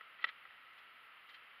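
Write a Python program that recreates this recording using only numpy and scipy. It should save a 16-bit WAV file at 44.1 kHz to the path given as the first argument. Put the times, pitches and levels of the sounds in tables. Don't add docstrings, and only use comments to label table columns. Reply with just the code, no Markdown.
import sys
import numpy as np
from scipy import signal
from scipy.fft import rfft, irfft, next_fast_len
from scipy.io import wavfile
from scipy.ndimage import map_coordinates

SR = 44100
rng = np.random.default_rng(int(sys.argv[2]) if len(sys.argv) > 2 else 0)


def wav_record(signal):
    frames = np.transpose(np.atleast_2d(signal))
    bounded = np.clip(frames, -1, 1)
    quanta = np.round(bounded * 32767).astype(np.int16)
    wavfile.write(sys.argv[1], SR, quanta)


N = 70560
TIME = np.arange(N) / SR

# pitch in Hz, level in dB, seconds to fall 60 dB.
TICK_MODES = [(422, -39, 0.059), (504.5, -30, .022), (605, -23.5, 0.023), (745, -23, .018),
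              (960, -12.5, .017), (1180, -13, 0.025), (1314, -5, .029), (1575, -9.5, .021),
              (1767, -15.5, 0.034), (1942, 4.8, .0195), (2190, -15, 0.021), (2440, -19, .022),
              (2583, -14.5, .018), (2720, -11, 0.021), (3033, -12, .021), (3232, -19.5, 0.034),
              (3513, -17.5, .031), (3670, -18.5, 0.0243), (3983, -20.5, 0.033), (4210, -31.5, .032),
              (4443, -26.5, 0.023), (5080, -29.5, .015), (5264, -28, 0.016), (6600, -46, .012),
              (7300, -49, .012)]
# start in seconds, gain in dB, attack in seconds,
# tilt in dB per octave, low body in dB, upper ring in dB.
FEEDER_TICKS = [(.0083, -39, .002, -9, -11.5, 0), (0.1937, -44.5, .002, -7.5, -7.5, 0),
                (0.2269, -42, .0016, -7.5, -14, 12.5), (.2405, -14.5, 0.0032, 1.5, 1, -1),
                (0.2678, -46.5, .0015, -8.5, -4, 0), (0.2784, -47, .0016, -1, -7, 6.5),
                (.2886, -37.5, 0.0015, -1, -14, 7), (.2955, -43.5, 0.001, -2, -14, 7),
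                (0.4524, -43.5, .0013, -11, -12, 5), (0.5062, -48.5, 0.0018, 1, -10, -2)]


def ticks():
    pivot_hz, body_below_hz, upper_ring_hz = 1900, 1100, (3150, 4600)
    crack = amp(-16) * housed_noise(RUSTLE_SPECTRUM)
    out = np.zeros(N)
    for start, gain_db, attack_s, tilt_db, body_db, ring_db in FEEDER_TICKS:
        age = np.maximum(TIME - start, 0)
        tick = crack * decay(age, t60=0.029)
        for hz, mode_db, t60 in TICK_MODES:
            mode_db += tilt_db * np.log2(hz / pivot_hz)
            mode_db += body_db * (hz < body_below_hz)
            mode_db += ring_db * (upper_ring_hz[0] < hz < upper_ring_hz[1])
            tick += amp(mode_db) * decay(age, t60) * np.sin(2 * np.pi * (hz * age + rng.random()))
        onset = 1 - np.exp(-(age / attack_s) ** 2.46)
        out += amp(gain_db) * onset * tick
    passband = signal.butter(4, [365, 7400], "band", fs=SR, output="sos")
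    return signal.sosfilt(passband, out)


# frequency in Hz, relative level in dB.
RUSTLE_SPECTRUM = [(100, -52.5), (500, -20), (1000, -12.5), (1500, -5), (2100, 2.5), (2600, -3.5),
                   (3200, -3.5), (4400, -18), (5300, -29), (6000, -39), (7500, -44), (9000, -75.5)]
# peak time in seconds, level in dB, rise and fall in seconds,
# tilt in dB per octave, depth of the brushed ring in dB.
WING_RUSTLES = [(.226, -52.5, 0.018, 0.0066, -2.5, 7.5), (0.274, -52, 0.0081, 0.0091, -4.5, 1),
                (0.292, -47.5, 0.015, 0.0099, -1.5, 6), (0.788, -56.5, 0.0053, .012, 4, 3),
                (1.296, -55.8, .008, .014, 6.5, 4), (1.346, -54.5, .008, 0.014, 4, 9)]


def rustles():
    out = np.zeros(N)
    for peak, level_db, rise_s, fall_s, tilt_db, ring_db in WING_RUSTLES:
        puff = np.exp(-np.maximum((peak - TIME) / rise_s, (TIME - peak) / fall_s))
        out += amp(level_db) * puff * housed_noise(RUSTLE_SPECTRUM, tilt_db, ring_db)
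    return out


def thin_click(start=0.7355):
    age = TIME - start
    envelope = (age > 0) * decay(np.abs(age), t60=0.004)
    return amp(-76) * envelope * band_noise(centre_hz=6500, width_hz=3000)


# frequency in Hz, relative level in dB.
TRAFFIC_SPECTRUM = [(25, -28.5), (70, -21.5), (200, -18.5), (350, -17.5), (500, -14), (750, -11),
                    (1000, -8), (1200, -2.5), (1600, -3), (2200, -2), (2500, -4), (3100, -4), (3500, -13),
                    (4000, -18), (4600, -23.5), (5300, -32.5), (5900, -48.5), (8000, -65), (16000, -100.5)]


def far_traffic():
    level_db = -59.5 - 0.06 * wobble(5.5) + 0.04 * wobble(30)
    return amp(level_db) * housed_noise(TRAFFIC_SPECTRUM)


# centre in Hz, width in Hz, boost in dB.
HOUSING_RESONANCES = [(1325, 118, 7.5), (1977, 230, 4), (2720, 140, 2.5), (2980, 64, 0.5), (3840, 61, 1.5)]
# centre in Hz, width in Hz, share of the ring's depth.
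BRUSHED_RESONANCES = [(3123, 130, 1), (3700, 90, 0.55), (4000, 80, 0.55), (4170, 110, 1), (4410, 140, 0.81)]


def housed_noise(spectrum, tilt_db=0, ring_db=0):
    def response(hz):
        colour_db = along(spectrum, hz) + tilt_db * np.log2(hz + 1)
        boost_db = bells(HOUSING_RESONANCES, hz) + ring_db * bells(BRUSHED_RESONANCES, hz)
        return amp(colour_db + boost_db)
    return shaped_noise(response)


# frequency in Hz, relative level in dB.
HISS_SPECTRUM = [(100, -9.5), (6000, -17.5), (7000, -12), (8300, -15.5), (9200, -5.5), (10600, 1.5),
                 (12500, -3), (14000, -0.5), (15500, -9.5)]
# peak time in seconds, width in seconds, boost in dB.
HISS_RISES = [(.405, .06, 3), (.80, .05, 3.5), (1.02, .05, 4), (1.31, .08, 4)]


def camera_hiss():
    level_db = -86 + 1.2 * wobble(43) + bells(HISS_RISES, TIME)
    return amp(level_db) * shaped_noise(lambda hz: amp(along(HISS_SPECTRUM, hz)))


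def camera_whine(pictures_per_s=30):
    blips = np.sin(np.pi * (pictures_per_s * TIME + rng.random())) ** 4
    strength = amp(-89 + 1.5 * wobble(pictures_per_s))
    return strength * blips * band_noise(centre_hz=13900, width_hz=240)


def amp(db):
    return 10 ** (np.asarray(db) / 20)


def decay(age, t60):
    return np.exp(-np.log(1000) * age / t60)


def along(points, hz):
    frequencies, values = np.transpose(points)
    return np.interp(np.log(hz + 1), np.log(frequencies + 1), values)


def bells(peaks, x):
    return sum(height / (1 + (2 * (x - centre) / width) ** 2) for centre, width, height in peaks)


def wobble(rate):
    return map_coordinates(rng.standard_normal(N), [TIME * rate], mode="mirror")


def filtered(x, response):
    size = next_fast_len(N + SR // 2)
    return irfft(rfft(x, size) * response(np.fft.rfftfreq(size, 1 / SR)), size)[:N]


def shaped_noise(response):
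    noise = filtered(rng.standard_normal(N), response)
    return noise / np.sqrt(np.mean(noise ** 2) + 1e-20)


def band_noise(centre_hz, width_hz):
    return shaped_noise(lambda hz: np.exp(-((hz - centre_hz) / width_hz) ** 2))


def scene():
    return (far_traffic() + ticks() + rustles() + thin_click())[None]


def record(dry):
    return filtered(dry[0] + camera_hiss() + camera_whine(), lambda hz: hz < 15750)[None]


dry = scene()
out = record(dry)
wav_record(out)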